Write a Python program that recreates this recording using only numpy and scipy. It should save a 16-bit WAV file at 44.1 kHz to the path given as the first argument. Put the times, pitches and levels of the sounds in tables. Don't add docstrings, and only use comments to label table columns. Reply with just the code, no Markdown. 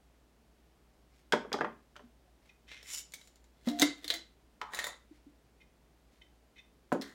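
import sys
import numpy as np
from scipy import signal
from scipy.fft import rfft, irfft
from scipy.io import wavfile
from scipy.ndimage import uniform_filter1d

SR = 44100
rng = np.random.default_rng(int(sys.argv[2]) if len(sys.argv) > 2 else 0)


def log_audio(samples):
    frames = np.atleast_2d(samples).T
    limited = np.clip(frames, -1, 1)
    pcm = np.round(limited * 32767).astype(np.int16)
    wavfile.write(sys.argv[1], SR, pcm)


N = 314913


def amp(db):
    return 10 ** (np.asarray(db) / 20)


def unit_rms(x):
    return x / np.sqrt(np.mean(x ** 2) + 1e-20)


def unit_energy(x):
    return x / np.sqrt(np.sum(x ** 2) + 1e-20)


def curve_at(points, hz):
    point_hz, values = np.transpose(points)
    return np.interp(np.log(hz + 1), np.log(point_hz), values)


def add(mix, start_s, sound):
    part = mix[round(start_s * SR):][:len(sound)]
    part += sound[:len(part)]


def fade(t, fade_s):
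    return np.exp(-np.log(1000) * t / fade_s)


def colour(x, *curves, size=4096):
    hz = np.fft.rfftfreq(size, 1 / SR)
    gain = amp(sum(curve_at(curve, hz) for curve in curves))
    cepstrum = irfft(np.log(gain))
    cepstrum[1:size // 2] *= 2
    cepstrum[size // 2 + 1:] = 0
    response = irfft(np.exp(rfft(cepstrum)))[:size // 2]
    return signal.oaconvolve(x, response)[:len(x)]


def fade_by_band(x, fades):
    t = np.arange(len(x)) / SR
    hz, spectrum = np.fft.rfftfreq(len(x), 1 / SR), rfft(x)
    band_hz, fade_times = np.transpose(fades)
    out = np.zeros(len(x))
    for fade_s, pick in zip(fade_times, np.eye(len(fades))):
        share = curve_at(list(zip(band_hz, pick)), hz)
        band = irfft(spectrum * share, len(x))
        out += unit_energy(band * fade(t, fade_s)) * np.sqrt(share.mean())
    return unit_energy(out)


def ring(notes, size=16384):
    t = np.arange(size) / SR
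    return unit_energy(sum(amp(db) * unit_energy(np.sin(2 * np.pi * hz * t) * fade(t, fade_s))
                           for hz, db, fade_s in notes))


def resonate(x, peaks):
    return sum(amp(db) * signal.lfilter(*signal.iirpeak(hz, hz / width, SR), x)
               for hz, width, db in peaks)


def swells(strokes, depth_db=35):
    gain = np.zeros(N)
    for peak_s, db, rise_s, fall_s in strokes:
        t = np.arange(N) / SR - peak_s
        distance = t / np.where(t < 0, rise_s, fall_s)
        gain += amp(db - depth_db * np.minimum(distance ** 2, 10))
    return gain


def slips(per_s, spread_db):
    strength = amp(spread_db * np.minimum(rng.exponential(1, N), 4))
    return strength * rng.choice([-1, 1], N) * (rng.random(N) < per_s / SR)


def rubbed(strokes, notes, tone, per_s, spread_db, ring_db):
    friction = swells(strokes) * unit_rms(slips(per_s, spread_db))
    ringing = signal.oaconvolve(friction, ring(notes))[:N]
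    return colour(friction + amp(ring_db) * ringing, tone)


def struck(blows, notes, tone, fades, tilt_hz, tick_db, ring_db, ping_db, mid_ping_s):
    out = np.zeros(N)
    for start_s, db, bass_db, treble_db, ping_hz in blows:
        clear = ring([(hz, note_db + 2 * rng.standard_normal(), fade_s) for hz, note_db, fade_s in notes])
        blow = fade_by_band(rng.standard_normal(len(clear)), fades) + amp(ring_db) * clear
        tick = unit_energy(rng.standard_normal(96) * np.hanning(192)[96:])
        add(blow, 0, amp(tick_db) * tick)
        tilt = list(zip(tilt_hz, (bass_db, 0, treble_db)))
        blow = colour(unit_energy(blow), tone, tilt)
        ping = ring([(ping_hz, 0, mid_ping_s * np.sqrt(tilt_hz[1] / ping_hz))])
        add(out, start_s, amp(db) * (blow + amp(ping_db) * np.linalg.norm(blow) * ping))
    return out


# frequency in Hz, relative level in dB.
HISS_TONE = [(12, -60), (20, -38), (41, -7.5), (64, -7.5), (83, -23.5), (112, -13), (185, -13.5),
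             (245, -13.5), (298, -15), (416, -16), (534, -20), (649, -19.5), (1100, -26), (4550, -34),
             (15500, -43)]
def background(hiss_db=-69, hum_db=-69, hum_hz=58.3, waver=0.18, waver_hz=9):
    hiss = colour(rng.standard_normal(N), HISS_TONE)
    above_rumble = signal.sosfilt(signal.butter(4, 100, "high", fs=SR, output="sos"), hiss)
    hiss /= np.std(above_rumble)
    drift = signal.sosfilt(signal.butter(2, waver_hz, fs=SR, output="sos"), rng.standard_normal((2, N)))
    phase = 2 * np.pi * hum_hz * np.arange(N) / SR
    hum = (1 + waver * unit_rms(drift[0])) * np.sin(phase) + waver * unit_rms(drift[1]) * np.cos(phase)
    return amp(hiss_db) * hiss + amp(hum_db) * unit_rms(hum)


# peak time in seconds, level in dB, rise and fall in seconds.
BRUSH_STROKES = [(1.19, -73, 0.15, .06), (2.47, -74, 0.11, 0.1), (5.16, -72.5, 0.077, 0.052),
                 (6.15, -75, 0.1, 0.091)]
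def finger_brushes():
    rustle = resonate(slips(per_s=1500, spread_db=3), [(2200, 740, 3), (3700, 2700, -4.5)])
    return swells(BRUSH_STROKES) * unit_rms(rustle)


# start in seconds, relative level in dB,
# bass and treble in dB, ping pitch in Hz, level of the thud in dB compared with the knock.
TABLE_KNOCKS = [(1.323, -24.5, -19, -0.5, 1546, -4), (1.3305, -32.5, -7, -1.5, 1665, -11),
                (1.336, -27, -10, -16, 980, -9.5), (1.449, -54, 9.5, -18, 422, -10),
                (1.5181, -37, -8, -22, 456, -16), (1.529, -39, -4, 10.5, 4860, 7.5),
                (1.588, -48, 8, -5, 1490, -8), (1.6093, -30.5, -3.5, -19, 1600, -15.5),
                (1.615, -30, -8, -25, 717, -14), (1.646, -29, -14.5, -24.5, 1053, -17.5),
                (1.957, -54, -23, -10, 1500, -17), (1.9637, -47, -21, -3, 1360, -32),
                (1.994, -56, -6.5, -10.5, 1020, -8), (4.6147, -32, -25.5, -9, 1266, -25),
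                (6.9196, -33, -2.5, -17, 1040, -27.5), (6.9257, -37.5, 9, -11, 327, -10),
                (6.949, -50, 22.5, -10, 342, -19)]
# pitch in Hz, relative level in dB, fade time in seconds.
TABLE_NOTES = [(151, 1, 0.19), (230.6, 1.5, 0.19), (264.8, -4, 0.39), (419.8, -2, 0.28), (462.3, 4, 0.055),
               (601, 0, 0.11), (746, -26.5, 0.27), (904, -14, 0.232), (1040, -13.5, 0.33),
               (1503, -1, 0.095), (1550, -10, 0.054), (3200, -10, 0.17), (4930, -11, 0.16)]
# frequency in Hz, boost or cut in dB.
TABLE_TONE = [(40, -12.5), (100, -13.5), (160, 1), (240, 9.5), (450, 9), (800, 9), (1600, 1.5),
              (2700, -5.5), (3400, -1.5), (4200, -7.5), (6300, -10), (9000, -23.5), (16000, -31)]
# frequency in Hz, fade time in seconds.
TABLE_FADES = [(200, 0.33), (600, 0.098), (1500, 0.031), (4000, 0.05), (12000, 0.024)]
def table_knocks(settle_s=0.0115, thud_bass_db=-1.5, thud_treble_db=-25, thud_hz=428, lowest_hz=112):
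    contacts = [row[:-1] for row in TABLE_KNOCKS]
    thuds = [(start_s + settle_s, db + thud_db, thud_bass_db, thud_treble_db, thud_hz)
             for start_s, db, *_, thud_db in TABLE_KNOCKS]
    knocks = struck(contacts + thuds, TABLE_NOTES, TABLE_TONE, TABLE_FADES, tilt_hz=(380, 2000, 4000),
                    tick_db=-10, ring_db=-15.5, ping_db=-3.5, mid_ping_s=0.028)
    return amp(32) * signal.sosfilt(signal.butter(4, lowest_hz, "high", fs=SR, output="sos"), knocks)


# start in seconds, relative level in dB, pitch in Hz, fade time in seconds.
AIR_POPS = [(2.035, -51, 240, 0.17), (3.671, -20.5, 240, 0.11), (3.70, -32.5, 295.3, 0.19),
            (3.798, -30.5, 279, .08), (3.821, -13, 290.7, 0.081), (3.882, -41, 300, .12),
            (4.045, -50, 302, 0.2), (4.134, -47.5, 327.5, 0.16), (5.11, -42.5, 310, 0.071),
            (5.265, -44.5, 282.5, 0.077), (6.923, -28.5, 241.4, 0.11), (6.986, -41.5, 274, 0.23)]
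# peak time in seconds, level in dB, rise and fall in seconds, pitch in Hz.
AIR_SINGING = [(2.285, -69, 0.036, .04, 724), (3.745, -45, 0.074, .16, 699), (3.822, -36, .04, 0.022, 735),
               (4.135, -46.5, 0.02, 0.037, 682)]
def jar_air(rise_s=0.0068, roughness=0.17):
    pops, t = np.zeros(N), np.arange(16384) / SR
    onset = 1 - np.exp(-t / rise_s)
    for start_s, db, hz, fade_s in AIR_POPS:
        add(pops, start_s, amp(db) * np.sin(2 * np.pi * hz * t) * onset * fade(t, fade_s))
    singing = sum(swells([stroke]) * np.sin(2 * np.pi * hz * np.arange(N) / SR)
                  for *stroke, hz in AIR_SINGING)
    judder = unit_rms(uniform_filter1d(rng.standard_normal(N), size=200))
    return amp(5) * pops + (1 + roughness * judder) * singing


# start in seconds, level in dB, length in seconds, pitch in Hz.
FINGER_SQUEAKS = [(2.488, -57.5, 0.022, 2450), (5.597, -61.5, 0.037, 2465), (6.212, -55, 0.019, 3093),
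                  (6.554, -60.5, 0.029, 2090), (6.575, -55.5, 0.017, 2485), (6.58, -54.5, 0.03, 3574)]
# frequency in Hz, width in Hz, boost in dB.
GLASS_PEAKS = [(2120, 166, 13.5), (2520, 160, 12.5), (3020, 260, 7.5), (3550, 510, 6), (5420, 450, 2)]
def finger_squeaks(waver=0.0085, scuff_db=-1):
    out = np.zeros(N)
    scuff = resonate(resonate(slips(per_s=2700, spread_db=0), GLASS_PEAKS), GLASS_PEAKS)
    drift = unit_rms(uniform_filter1d(rng.standard_normal(N), size=150))
    for start_s, db, length_s, hz in FINGER_SQUEAKS:
        span = slice(round(start_s * SR), round((start_s + length_s) * SR))
        pitch_hz = hz * (1 + waver * drift[span])
        whistle = np.sin(2 * np.pi * np.cumsum(pitch_hz) / SR)
        squeak = unit_rms(whistle + amp(scuff_db) * unit_rms(scuff[span]))
        add(out, start_s, amp(db) * squeak * np.hanning(len(squeak)))
    return out


# peak time in seconds, relative level in dB, rise and fall in seconds.
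GRIP_STROKES = [(2.687, -58, 0.02, .04), (2.73, -55, 0.052, .16), (2.905, -53, 0.078, 0.04)]
SPIN_STROKES = [(2.94, -39.5, 0.12, 0.054), (2.943, -37.5, 0.021, 0.024), (2.985, -38.5, 0.05, 0.058),
                (3.19, -62.5, 0.2, .22)]
# frequency in Hz, width in Hz, boost or cut in dB.
BAND_PEAKS = [(2260, 89, 7), (3040, 230, 4.5), (3830, 470, 1), (5550, 1700, 8), (7100, 370, 11.5),
              (8940, 580, -5), (10900, 590, -1), (14500, 2500, -24)]
def screw_band(scuff_db=-22, ring_db=-8):
    glass = resonate(slips(per_s=870, spread_db=1), GLASS_PEAKS)
    grind = unit_rms(resonate(glass, [(2220, 4300, 2), (4540, 5900, -28)]))
    thread = slips(per_s=2200, spread_db=1.5)
    scrape = unit_rms(resonate(thread, BAND_PEAKS) + amp(scuff_db) * colour(thread, LID_TONE))
    ringing = unit_rms(signal.oaconvolve(scrape, ring(LID_NOTES))[:N])
    spin = unit_rms(scrape + amp(ring_db) * ringing)
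    return amp(2) * swells(GRIP_STROKES) * grind + amp(-5.5) * swells(SPIN_STROKES) * spin


# start in seconds, relative level in dB, bass and treble in dB, ping pitch in Hz.
RIM_CLINKS = [(2.716, -43, -5.5, -13, 2300), (2.829, -55.5, 1, 7, 5300), (3.121, -54.5, -19, 4, 7100),
              (3.1375, -46, -10, 10.5, 2240), (3.141, -46.5, -18, 6.5, 6130), (3.214, -54.5, -9, -5, 3900),
              (3.674, -42.5, 17.5, -1, 574), (3.687, -42, 8.5, 4.5, 3810), (3.789, -37, -7.5, -2, 4000),
              (3.797, -31.5, -4.5, 9, 6340), (3.8185, -20.5, -8, 3, 3710), (3.825, -26.5, 8, 4.5, 2080),
              (4.044, -39.5, -6, 1, 3640), (4.0795, -34, -27.5, 0, 4160), (4.1026, -23.5, -11, -5, 3995),
              (4.139, -36.5, -9.5, 6.5, 2042), (6.926, -57, 2, 17, 6920), (7.013, -43.5, -1, 0, 5270),
              (7.02, -41.5, -1, 1, 4200)]
# pitch in Hz, relative level in dB, fade time in seconds.
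JAR_NOTES = [(682, -11, 0.29), (1950, -13.5, 0.2), (2075, 5, 0.15), (2110, -1.5, .14), (3130, -13, .25),
             (3474, 4, 0.073), (3740, -9, 0.069), (3920, -10.5, 0.18), (4250, -6, 0.1), (4495, -2, .17),
             (5050, -10.5, 0.1585), (5450, -10.5, .12), (7200, -7, 0.15), (8270, -9.5, 0.17),
             (10200, -3, .15)]
# frequency in Hz, boost or cut in dB.
JAR_TONE = [(60, -34), (180, -8.5), (400, 4), (700, 1.5), (1000, -5.5), (2000, 1), (2600, -4.5), (3900, 2),
            (5300, -4.5), (7000, -6), (10000, -13), (16000, -15)]
# frequency in Hz, fade time in seconds.
METAL_FADES = [(300, 0.07), (2000, .06), (4000, 0.072), (12000, .04)]
def jar_clinks(coast_start_s=3.274, turn_s=0.084, turn_loss_db=4):
    ticks = [(coast_start_s + turn_s * turn, -58.5 - turn_loss_db * turn, -1.5, 5, 7100)
             for turn in range(3)]
    clinks = struck(list(RIM_CLINKS) + ticks, JAR_NOTES, JAR_TONE, METAL_FADES, tilt_hz=(600, 3000, 8000),
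                    tick_db=-5.5, ring_db=-13, ping_db=-3.5, mid_ping_s=0.026)
    return amp(27.5) * clinks


# peak time in seconds, relative level in dB, rise and fall in seconds.
RIM_DRAGS = [(3.682, -47.5, 0.045, 0.074), (3.81, -55.5, 0.3, .15), (3.822, -29, 0.028, 0.021),
             (4.03, -59.5, 0.13, .07), (4.12, -41.5, 0.058, 0.096)]
BASE_SLIDE = [(7.03, -49, 0.035, 0.17)]
def jar_scrapes():
    drag = rubbed(RIM_DRAGS, JAR_NOTES, JAR_TONE, per_s=2600, spread_db=6.5, ring_db=-10)
    slide = rubbed(BASE_SLIDE, JAR_NOTES, LID_TONE, per_s=3100, spread_db=3.5, ring_db=-20)
    return amp(2.5) * drag + amp(-2.5) * slide


# peak time in seconds, level in dB, rise and fall in seconds.
ROLL_STROKES = [(4.622, -43.5, 0.015, 0.045), (4.67, -54, .06, 0.16)]
# frequency in Hz, width in Hz, boost in dB.
RUMBLE_PEAKS = [(970, 180, 2.5), (1215, 360, 1)]
def lid_roll():
    rumble = resonate(resonate(slips(per_s=1200, spread_db=-1), RUMBLE_PEAKS), RUMBLE_PEAKS)
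    return swells(ROLL_STROKES) * unit_rms(rumble)


# start in seconds, relative level in dB, bass and treble in dB, ping pitch in Hz.
LID_TAPS = [(4.735, -44.5, 3, -0.5, 1910), (4.747, -46.5, -2, 12, 3950), (4.771, -52, -2, 9, 2590),
            (4.7895, -32.5, -9.5, -1.5, 1870), (4.799, -49.5, 0, -16, 1950), (4.8418, -42.5, 0.5, 9, 3645),
            (4.868, -49, 10, 14.5, 2005)]
# peak time in seconds, relative level in dB, rise and fall in seconds.
LID_CHATTER = [(4.765, -46, 0.078, 0.14), (4.85, -52.5, 0.08, 0.13)]
# pitch in Hz, relative level in dB, fade time in seconds.
LID_NOTES = [(938, -15, 0.17), (1068, 1, 0.04), (1852, -20, 0.14), (2032, -16, 0.17), (3640, 3, 0.056),
             (3980, 4, 0.14), (4800, -41, 0.08), (7100, 10, 0.056), (6960, -13, 0.039), (9100, 8, 0.073),
             (10300, 17, .07), (11800, -10, 0.073)]
# frequency in Hz, boost or cut in dB.
LID_TONE = [(60, -18), (250, -3), (480, 2), (1100, 3), (1900, 9.5), (2700, -7.5), (3800, 2), (5500, -8.5),
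            (7000, -5), (10000, -14.5), (16000, -17.5)]
def lid_rattle():
    taps = struck(LID_TAPS, LID_NOTES, LID_TONE, METAL_FADES, tilt_hz=(1100, 2200, 8000),
                  tick_db=-8, ring_db=-10.5, ping_db=-3, mid_ping_s=0.034)
    chatter = rubbed(LID_CHATTER, LID_NOTES, LID_TONE, per_s=1200, spread_db=2.5, ring_db=-5.5)
    return amp(31) * taps + amp(1) * chatter


# frequency in Hz, fade time in seconds.
ROOM_FADES = [(150, 0.39), (400, 0.27), (1000, 0.29), (3000, .31), (7000, 0.26), (14000, 0.096)]
def room(x, echo_db, first_echo_s=0.0054, echoes_per_s=4000, size=24000):
    echoes = rng.choice([-1., 1.], size) * (rng.random(size) < echoes_per_s / SR)
    tail = np.zeros(size)
    add(tail, first_echo_s, fade_by_band(echoes, ROOM_FADES))
    return x + amp(echo_db) * signal.oaconvolve(x, tail)[:N]


def scene():
    handling = jar_clinks() + jar_scrapes() + screw_band() + finger_squeaks() + finger_brushes()
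    mix = room(handling, echo_db=-7.5)
    mix += room(jar_air(), echo_db=-11.5)
    mix += room(table_knocks(), echo_db=-8.5)
    mix += room(lid_rattle() + lid_roll(), echo_db=-4.5)
    return (mix + background())[None]


def record(dry):
    low_pass = signal.firwin(511, 16000, window=("kaiser", 9), fs=SR)
    return signal.oaconvolve(dry, low_pass[None], "same")


dry = scene()
out = record(dry)
log_audio(out)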